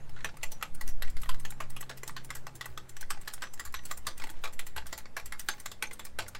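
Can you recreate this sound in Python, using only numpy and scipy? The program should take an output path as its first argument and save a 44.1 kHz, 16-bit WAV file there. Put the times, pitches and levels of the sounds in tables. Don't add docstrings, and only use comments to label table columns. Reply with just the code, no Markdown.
import sys
import numpy as np
from scipy import signal
from scipy.fft import rfft, irfft
from scipy.io import wavfile
from scipy.ndimage import uniform_filter1d

SR = 44100
rng = np.random.default_rng(int(sys.argv[2]) if len(sys.argv) > 2 else 0)


def invert_db(x):
    u = np.asarray(x, float) / 20
    return 10 ** u


def unload_wav(signal):
    wavfile.write(
        sys.argv[1],
        SR,
        np.round(np.clip(np.atleast_2d(signal).T, -1, 1) * 32767).astype(np.int16),
    )


N = 281799


def evened(x):
    return x / np.sqrt(np.mean(x ** 2) + 1e-20)


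def steady(x, size):
    return x / np.sqrt(abs(uniform_filter1d(x ** 2, size=size)) + 0.1)


def read(points, hz):
    f, value = np.transpose(points)
    return np.interp(np.log(hz + 1), np.log(f + 1), value)


def level_curve(points):
    s, db = np.transpose(points)
    return np.interp(np.arange(N) / SR, s, db)


def coloured(x, points):
    hz = np.fft.rfftfreq(x.shape[-1], 1 / SR)
    return evened(irfft(rfft(x) * invert_db(read(points, hz)), x.shape[-1]))


def add(mix, s, sound):
    part = mix[round(s * SR):][:len(sound)]
    part += sound[:len(part)]


def ring(t, hz, t60, rise):
    t = np.maximum(t, 0)
    return (1 - np.exp(-t / rise)) * invert_db(-60 * t / t60) * np.sin(2 * np.pi * hz * t)


def swell(start, length):
    return np.sin(np.pi * np.clip((np.arange(N) / SR - start) / length, 0, 1)) ** 0.5


# (frequency [Hz], level [dB])
AIR_COLOUR = [(24, -15), (45, -2), (70, -12), (118, -9), (308, -16), (1030, -22), (1990, -24), (2800, -31),
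              (7000, -37), (9500, -37.5), (15700, -46.5), (16150, -83)]


def hush():
    frames, hz = N // 256 + 5, np.fft.rfftfreq(1024, 1 / SR)
    a, b, patches = rng.standard_normal((frames, 513, 3)).T
    patches = uniform_filter1d(patches, size=12, axis=0)
    patches = evened(uniform_filter1d(patches, size=10, axis=1))
    spectra = (a + 1j * b) * invert_db(read(AIR_COLOUR, hz)[:, None] + 2 * patches)
    air = signal.istft(spectra, nperseg=1024, noverlap=768)[1][:N]
    level_db = -56 - 0.28 * np.arange(N) / SR
    return invert_db(level_db) * evened(air)


# (time [s], slow pressure level [dB])
WIND_LEVEL = [(0, -31), (.7, -30), (.9, -20), (1.3, -20), (1.6, -27), (2.05, -42), (2.3, -31), (2.65, -47),
              (3.1, -25), (3.45, -39), (3.7, -30), (4.0, -34), (4.3, -28), (4.7, -29), (5.0, -38),
              (5.3, -34), (5.6, -41), (6.39, -37)]


def wind():
    swing_colour = [(0.3, -30), (1.5, -4), (4, 0), (8, -9), (14, -28), (60, -150)]
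    buffet_colour = [(6, -63), (14, 13), (25, -2), (45, -14), (90, -27), (900, -150)]
    swing = steady(coloured(rng.standard_normal(N), swing_colour), size=20000)
    swing = signal.oaconvolve(swing, np.hanning(1500) / 750, "same")
    buffet = steady(coloured(rng.standard_normal(N), buffet_colour), size=9000)
    wind_db = level_curve(WIND_LEVEL)
    buffet_db = -54.5 + 1.55 * (wind_db - np.mean(wind_db))
    settle = np.minimum(np.arange(N) / (0.05 * SR), 1)
    return settle * (invert_db(wind_db) * swing + invert_db(buffet_db) * buffet)


# (time [s], level [dB])
ENGINE_LEVEL = [(0, -58.5), (.7, -64.5), (1.4, -52.5), (2, -56), (2.7, -58.5), (3.5, -65), (4.4, -64),
                (5.2, -69.5), (6.39, -68)]
# (multiple, start [s], length [s], level [dB])
ENGINE_ORDERS = [
    (1.5, 0.48, 1.82, -66),
    (2, 0.78, 1.95, -68),
    (3, 1.46, 1.9, -72),
    (2, 3.3, 1.73, -71),
    (2, 4.73, 3.5, -67.5),
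    (1.5, 3.7, 2.3, -73.5),
]
# (start [s], length [s], frequency [Hz], level [dB])
FAR_HUMS = [
    (0, 1.63, 221.8, -69.5),
    (0, 0.91, 163, -64),
    (0, 0.47, 110, -60),
    (2.003, 0.63, 156, -63),
    (0, 1, 299, -76),
    (6.047, 0.3, 68, -60.5),
]


def drone():
    t = np.arange(N) / SR
    firing_hz = 141.57 - 5.544 * t
    turns = np.cumsum(firing_hz) / SR
    flutter = uniform_filter1d(rng.standard_normal((3, N)), size=5000)
    flutter = evened(uniform_filter1d(flutter, size=5000))
    calm, order_flutter, hum_flutter = invert_db(np.array([[1.1], [2.5], [2.5]]) * flutter)
    engine = invert_db(level_curve(ENGINE_LEVEL)) * np.sin(2 * np.pi * turns)
    overtones, hums = np.zeros(N), np.zeros(N)
    for multiple, s, length, db in ENGINE_ORDERS:
        overtones += invert_db(db) * swell(s, length) * np.sin(2 * np.pi * multiple * turns)
    for s, length, hz, db in FAR_HUMS:
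        hums += invert_db(db) * swell(s, length) * np.sin(2 * np.pi * hz * t)
    return np.sqrt(2) * (calm * engine + order_flutter * overtones + hum_flutter * hums)


# (time [s], peak level [dB], frequency [Hz], t60 [s])
FAR_THUMPS = [
    (2.267, -49.5, 58.6, 0.82),
    (2.69, -42.5, 65.6, 0.31),
    (3.637, -44.5, 59.9, 0.96),
    (3.969, -47, 60, 1),
    (4.747, -42, 59.8, 1),
    (5.22, -44, 56.7, 1),
    (6.174, -47, 99, 1),
    (6.272, -64, 67, 0.66),
]


def thumps():
    t, mix = np.arange(SR) / SR, np.zeros(N)
    for s, db, hz, t60 in FAR_THUMPS:
        sagging_hz = hz * (1 + 0.052 * np.exp(-t / 0.019))
        add(mix, s, invert_db(db - 0.5) * ring(t, sagging_hz, t60, 0.0063))
        upper_modes = ring(t, 1.68 * hz, 0.3, 0.0027) + ring(t, 3.2 * hz, 0.02, 0.003)
        add(mix, s, invert_db(db - 7) * upper_modes)
    return mix


# (time [s], length [s], start [Hz], end [Hz], level [dB])
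BIRD_CHIRPS = [
    (0, .014, 6700, 6200, -62),
    (0, .07, 6800, 6950, -69),
    (.125, .04, 5800, 7350, -69),
    (.218, .025, 5600, 7100, -62),
    (.578, .014, 6100, 6900, -66),
    (.588, .03, 6900, 7050, -64),
    (.1, .04, 3400, 4200, -66),
]


def bird():
    mix = np.zeros(N)
    for s, length, start_hz, end_hz, db in BIRD_CHIRPS:
        u = np.arange(round(length * SR)) / (length * SR)
        hz = start_hz + (end_hz - start_hz) * np.sqrt(u)
        add(mix, s, invert_db(db - 3) * np.sin(np.pi * u) * np.sin(2 * np.pi * np.cumsum(hz) / SR))
    return mix


# (frequency [Hz], t60 [s])
YARD_DECAY = [(400, 0.62), (1500, 0.098), (6000, 0.21), (14000, 0.13)]


def yard(x):
    taps = np.zeros(16384)
    at = np.arange(200, 16000, 20)
    taps[at + rng.integers(0, 20, len(at))] = rng.choice([-1., 1.], len(at))
    hz, t, z = signal.stft(taps, SR, nperseg=256)
    decay = invert_db(-60 * t / read(YARD_DECAY, hz)[:, None])
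    tail = signal.istft(z * decay, SR, nperseg=256)[1]
    return signal.fftconvolve(x, tail / np.linalg.norm(tail))[:N]


# (time [s], peak level [dB], frequency [Hz], t60
# [s])
SINGING_PARTS = [(.251, -38, 5900, .06), (.291, -54, 5450, 0.07), (.432, -28, 2030, 0.051),
                 (.517, -40, 9000, .021), (.524, -48.5, 5860, 0.16), (.651, -58, 5950, 0.068),
                 (.886, -44, 5700, 0.084), (1.023, -36, 11350, 0.044), (1.222, -44, 11400, .04),
                 (1.252, -51, 11300, .05), (1.296, -47.5, 11400, 0.1), (2.106, -54, 9000, 0.1),
                 (1.612, -49, 11350, 0.048), (1.05, -58, 6000, 0.081), (.906, -55, 5880, .07),
                 (3.66, -45, 1150, 0.082), (2.612, -31.5, 1924, 0.031), (2.776, -53, 11400, 0.055),
                 (3.107, -39, 11400, .05), (3.441, -57, 6000, 0.38), (3.606, -35.5, 1950, 0.048),
                 (3.756, -50, 5960, 0.28), (4.084, -47, 6010, .16), (4.391, -69, 5850, .08),
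                 (4.442, -44, 11400, .04), (4.766, -47.5, 11300, 0.12), (5.169, -37, 1530, 0.021),
                 (5.176, -43, 11400, .075), (5.325, -42.5, 2136, 0.13), (5.405, -47, 5890, 0.042),
                 (5.488, -38, 11350, 0.051), (5.506, -37, 6340, 0.093), (5.871, -40, 6340, 0.032),
                 (6.138, -67, 6900, .045), (4.226, -53.5, 270, 0.27), (4.241, -53.5, 385, 0.17),
                 (4.301, -53, 316, .12), (5.487, -44.5, 377, 0.085), (5.168, -48, 467, 0.12),
                 (3.106, -51, 400, 0.06)]


def washer():
    t, mix = np.arange(8192) / SR, np.zeros(N)
    for s, db, hz, t60 in SINGING_PARTS:
        shake = invert_db(3 * evened(uniform_filter1d(rng.standard_normal(len(t)), size=200)))
        add(mix, s, invert_db(db) * shake * ring(t, hz, t60, 0.00046))
    return mix


# (frequency [Hz], level [dB])
FRAME_COLOUR = [(200, -41), (360, -6.5), (800, -4), (1200, -1.5), (1630, 2), (2740, -4), (3970, -5.5),
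                (6000, -12.5), (8000, -13), (13200, -120)]
# (frequency [Hz], level [dB])
PIN_COLOUR = [(1180, -43), (2000, -38), (2950, -20.5), (4310, -17.5), (9050, -9), (9710, -10.5),
              (15800, -3.5), (16700, -57)]
# (time [s], length [s], level [dB], brightness [dB])
RUBS = [(0.148, 0.084, -64, -17), (0.268, 0.07, -67, -18), (.84, 0.079, -61, 2), (1.052, 0.064, -59, -14),
        (1.183, 0.19, -64.5, 4), (1.41, 0.089, -67, 4), (1.685, 0.094, -68, -2), (2.042, 0.094, -58, -11),
        (2.354, 0.081, -65, -7), (2.65, 0.11, -65, -1), (2.977, .09, -62, -8), (3.197, 0.12, -60.5, -8),
        (3.295, 0.17, -67, -4), (3.62, 0.086, -57, -16), (3.858, 0.1, -55, -3), (4.153, 0.19, -55.5, -12),
        (4.33, 0.097, -63.5, -21), (4.414, 0.057, -60.5, 4), (4.60, 0.12, -74, -4), (4.854, 0.11, -62, -4),
        (5.26, 0.15, -72, -4), (5.406, 0.18, -62.5, 3.5), (5.56, .10, -63, -5), (5.897, 0.097, -62, -10),
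        (6.055, 0.061, -69, -16), (6.22, 0.21, -69, -10)]


def scrapes():
    grains_per_s, spread_db = 1100, 3.5
    grit = invert_db(spread_db * np.minimum(rng.exponential(1, N), 4)) * (rng.random(N) < grains_per_s / SR)
    puffs = evened(signal.oaconvolve(grit, np.exp(-np.arange(400) / 60))[:N])
    low = evened(coloured(rng.standard_normal(2 ** 19), FRAME_COLOUR)[:N] * puffs)
    high = evened(coloured(rng.standard_normal(2 ** 19), PIN_COLOUR)[:N] * puffs)
    mix = np.zeros(N)
    for s, length, db, bright_db in RUBS:
        part = slice(round(s * SR), round((s + length) * SR))
        stroke = invert_db(db) * np.hanning(len(low[part])) ** 0.52
        add(mix, s, stroke * (low[part] + invert_db(bright_db - 3.5) * high[part]))
    return mix


def uneven(x, points, depth_db, hump_hz, hump_db):
    hz = np.fft.rfftfreq(len(x), 1 / SR)
    ripple = uniform_filter1d(rng.standard_normal(len(hz)), size=60)
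    ripple = evened(uniform_filter1d(ripple, size=60))
    hump = hump_db * np.exp(-(np.log((hz + 1) / (hump_hz + 1)) / 0.04) ** 2)
    return evened(irfft(rfft(coloured(x, points)) * invert_db(depth_db * ripple + hump), len(x)))


# (frequency [Hz], level [dB], t60 [s])
STEEL_MODES = [(1115, -8, .04), (1510, -10, .03), (1950, -8, .04), (2700, -12, .03), (3350, -14, .03),
               (4200, -12, .03), (5200, -12, .03), (6200, -12, .04), (7300, -12, .04), (7900, -11, .03),
               (9000, -12, .03), (11350, -10, .04), (12600, -12, .03), (850, -13, .045)]


def knock(peak_db, frame_hz, bright_db, pin_hz=0, rattle_db=-20):
    t, lead = np.arange(4096) / SR, 0.012
    after = np.maximum(t - lead, 0)
    hz, db, t60 = np.array(STEEL_MODES).T[:, :, None]
    low = hz[:, 0] < 4500
    noise, luck = rng.standard_normal((4, len(t))), rng.random((3, len(STEEL_MODES), 1))
    share = np.clip(invert_db(bright_db), 0, 0.99)
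    rise = 0.0009 + 0.0034 * share ** 2

    slide = (invert_db(-23) * share ** 2 + invert_db(-34)) * np.exp(-abs(t - lead) / 0.005)
    chatter = invert_db(3.2 * uniform_filter1d(noise[2:], size=60) * np.sqrt(60))
    wobble = np.sqrt(chatter)
    blow = (1 - np.exp(-after / rise)) * invert_db(-60 * after / np.array([[0.022], [0.026]]))
    rattle = invert_db(rattle_db) * (1 - np.exp(-after / 0.0064)) * invert_db(-60 * after / np.array([[0.13], [0.07]]))
    push = blow * chatter ** np.array([[0.2], [0.6]])
    push = push + (rattle + slide) * chatter ** np.array([[1.0], [1.3]])

    late = ring(after - 0.012 * luck[0] ** 2, hz * (0.985 + 0.03 * luck[1]), t60, rise)
    late = late * invert_db(db - 4 - 14 * luck[2]) * wobble[1]

    crack = uneven(noise[0], FRAME_COLOUR, 3.7, frame_hz, hump_db=8) * push[0]
    frame_ring = ring(after, frame_hz, 0.032, 1.5 * rise) * wobble[0]
    frame = 0.5 * crack + 0.5 * frame_ring + late[low].sum(axis=0)

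    ping = invert_db(-4) * ring(after, pin_hz, 0.022, rise) * wobble[0]
    hiss = uneven(noise[1], PIN_COLOUR, 2.5, pin_hz, hump_db=3)
    above = 1 / (1 + (10500 / (np.fft.rfftfreq(len(t), 1 / SR) + 1)) ** 8)
    top = irfft(rfft(hiss) * above, len(t))
    top_db = 6 * share - 15.5 - 204 * after
    hiss = hiss - top + top * invert_db(top_db)
    pin = 0.73 * hiss * push[1] + ping + late[~low].sum(axis=0)
    return lead + 0.35 * rise, invert_db(peak_db) * (np.sqrt(1 - share ** 2) * frame + share * pin)


# (time [s], peak level [dB], frame ring [Hz])
FRAME_NUDGES = [(.163, -37, 1430), (0.1744, -39, 1390), (0.188, -38, 1900), (0.206, -34.5, 1800),
                (0.225, -48, 1460), (0.29, -37, 1400), (0.342, -41, 850), (.4127, -46, 2050),
                (0.6574, -46, 805), (1.5217, -35, 823), (1.639, -47, 1180), (2.292, -42, 1540),
                (2.6224, -55, 1940), (3.027, -32, 1560), (3.1467, -40, 860), (3.173, -35, 800),
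                (3.379, -40, 785), (3.47, -38, 1150), (3.791, -34.5, 1920), (4.3392, -44.5, 920),
                (4.4933, -44, 1150), (4.7804, -26.5, 883), (4.8224, -38, 900), (5.056, -36, 2200),
                (5.503, -36, 3380), (5.537, -37, 2160), (6.265, -38, 2080)]
# (time [s], peak level [dB], frame ring [Hz], brightness [dB])
LIGHT_REBOUNDS = [(0.612, -34.5, 1340, -15), (0.896, -34, 850, 0.5), (1.0463, -35.5, 2090, -22),
                  (1.1, -33.5, 802, 0), (1.258, -36, 1870, -20), (1.702, -31, 840, -0.5),
                  (1.8261, -28.5, 1150, -14.5), (2.0937, -29.5, 1160, -19), (2.2468, -29.5, 910, -0.5),
                  (2.339, -43, 2000, -12), (2.6439, -38, 1930, -15), (3.259, -46, 1770, -2),
                  (3.408, -43, 1840, -7), (3.4367, -28, 1830, -9), (3.5758, -40, 1720, -7),
                  (3.7244, -38, 1130, -1), (3.885, -45, 1880, 0), (4.051, -43, 1090, -8),
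                  (4.1988, -29.5, 2460, -9.5), (4.2706, -30, 790, -4.5), (4.301, -27, 860, -0.5),
                  (4.4549, -26, 2290, -9), (4.8586, -39, 1550, -19), (4.9954, -40, 1160, -6),
                  (5.1981, -32, 2370, -5), (5.581, -40, 1780, -4.5), (5.8738, -42, 1950, -6.5),
                  (5.911, -29, 2040, -8), (6.0666, -36, 2380, -16), (6.2223, -35, 2210, -9),
                  (1.173, -40, 2000, -3.5), (1.2, -42, 1900, 4), (3.823, -48, 1900, -4),
                  (3.836, -42, 1900, -4), (3.903, -43, 1910, -2.5), (4.032, -50, 1910, 0),
                  (4.527, -39, 1920, -2)]
# (time [s], peak level [dB], pin ring [Hz], rattle after the blow [dB])
PIN_TICKS = [(0.519, -23.5, 5980, -17), (0.748, -31, 8600, -16), (0.8768, -32, 6000, -0.5),
             (1.218, -27.5, 11560, -19), (1.399, -30, 8870, -23), (1.5054, -25, 9300, -27),
             (1.8098, -21.5, 8070, -34), (1.9743, -32, 12100, -11), (2.0781, -22.5, 8000, -14.5),
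             (2.3519, -27, 7900, -3.5), (2.554, -33.5, 7440, -7), (2.894, -30, 7320, -23),
             (3.0104, -26.5, 6000, -14), (3.214, -32.5, 7600, -17), (3.337, -21, 8840, -17),
             (3.5375, -28.5, 7500, -21), (3.652, -30.5, 7350, -0.5), (3.854, -28, 7750, -10),
             (3.9747, -26.5, 8950, -16), (4.178, -29.5, 8700, -9), (4.533, -32, 7400, -12),
             (4.667, -28, 7360, -5), (4.8673, -28.5, 8800, -9), (4.9783, -26, 12000, -7.5),
             (5.259, -27, 7530, -10.5), (5.3954, -23.5, 8840, -10), (5.6, -27, 8950, -20),
             (5.933, -27.5, 8930, -26), (6.0516, -25.5, 8900, -14), (6.283, -25.5, 9030, -27)]
TICK_SPOTS = (850, 1430, 1950)
# (time [s], peak level [dB], frame ring [Hz], pin ring [Hz], rattle after the blow [dB])
FRAME_CLACKS = [(0.245, -19, 1770, 5850, -9), (0.6258, -16.5, 1300, 11540, -15.5),
                (1.0224, -20.5, 1860, 11520, -15), (1.1674, -32, 2120, 10800, -12.5),
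                (1.233, -29, 1244, 8000, -16), (1.291, -20.5, 1030, 4700, -13.5),
                (1.451, -24.5, 1790, 7180, -12.5), (1.603, -23, 1100, 11200, -7.5),
                (1.8945, -27, 1653, 5530, -5.5), (2.1648, -29.5, 1060, 4710, -3),
                (2.3037, -22, 2100, 7170, -15), (2.4678, -26.5, 1150, 6150, -16),
                (2.6104, -23.5, 2000, 4930, -13), (2.7754, -25.5, 1242, 6240, -16.5),
                (3.421, -22.5, 1610, 4630, -5.5), (3.741, -20.5, 1070, 11400, -10.5),
                (4.239, -22, 920, 7720, -28), (4.4381, -26.5, 1140, 4800, 0),
                (5.1666, -21, 1660, 11140, -7), (5.3228, -23, 1960, 10700, -12),
                (5.4864, -15, 1620, 6270, -11), (5.8244, -14, 1520, 8900, -13),
                (6.1882, -19, 1520, 11100, -6.5), (6.349, -26, 1202, 4900, -11),
                (1.075, -38, 1900, 4340, -6.5), (1.344, -34.5, 2030, 4770, -11),
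                (4.2197, -28.5, 2150, 5340, -17), (4.2916, -36, 3340, 7200, -10),
                (4.4752, -30, 1290, 5230, -18)]
# (time [s], peak level [dB], frame ring [Hz], pin ring [Hz], rattle after the blow [dB])
JOINT_KNOCKS = [(0.094, -41, 870, 5230, -13), (0.3695, -35, 1150, 9200, -22),
                (0.4319, -16.5, 1950, 7270, -16), (0.811, -24, 1950, 12040, -15.5),
                (1.7647, -28, 1240, 11100, -11), (2.033, -24, 2020, 7280, -21),
                (2.657, -23.5, 1965, 13100, -20.5), (2.967, -30, 1790, 5860, -17),
                (3.1042, -18.5, 1136, 8340, -9.5), (3.2758, -24.5, 1736, 4780, -7.5),
                (3.5964, -22, 1880, 7340, -15), (3.9125, -17, 1225, 7330, -24),
                (4.068, -19, 1186, 5990, -5.5), (4.5925, -21, 2020, 10800, -13.5),
                (4.762, -33.5, 1590, 11300, 7.5), (4.9274, -22, 2010, 7280, -12),
                (5.6588, -21, 1156, 7270, -15.5), (5.7161, -27, 3500, 7200, -16),
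                (5.994, -25.5, 3500, 7350, -10.5)]


def knocks():
    clack_db, joint_db, tick_db, nudge_db = -9.5, -4.5, -0.68, -44
    blows = list(LIGHT_REBOUNDS)
    for s, db, frame_hz in FRAME_NUDGES:
        blows.append((s, db, frame_hz, nudge_db))
    for s, db, pin_hz, rattle_db in PIN_TICKS:
        blows.append((s, db, rng.choice(TICK_SPOTS), tick_db, pin_hz, rattle_db))
    for bright_db, rows in ((clack_db, FRAME_CLACKS), (joint_db, JOINT_KNOCKS)):
        for s, db, frame_hz, pin_hz, rattle_db in rows:
            blows.append((s, db, frame_hz, bright_db, pin_hz, rattle_db))
    mix = np.zeros(N)
    for s, *settings in blows:
        early, sound = knock(*settings)
        add(mix, s - early, sound)
    return mix


def scene():
    background = hush() + wind() + drone() + thumps()
    echoing = bird() + scrapes() + knocks()
    return (background + echoing + invert_db(-13) * yard(echoing) + washer())[None]


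def roll_off(x):
    return signal.sosfilt(signal.butter(12, 16800, fs=SR, output="sos"), x)


def record(dry):
    edge = signal.firwin(511, 16350, window=("kaiser", 7), fs=SR)
    finished = signal.oaconvolve(dry, edge[None], "same")
    return roll_off(finished)


dry = scene()
out = record(dry)
unload_wav(out)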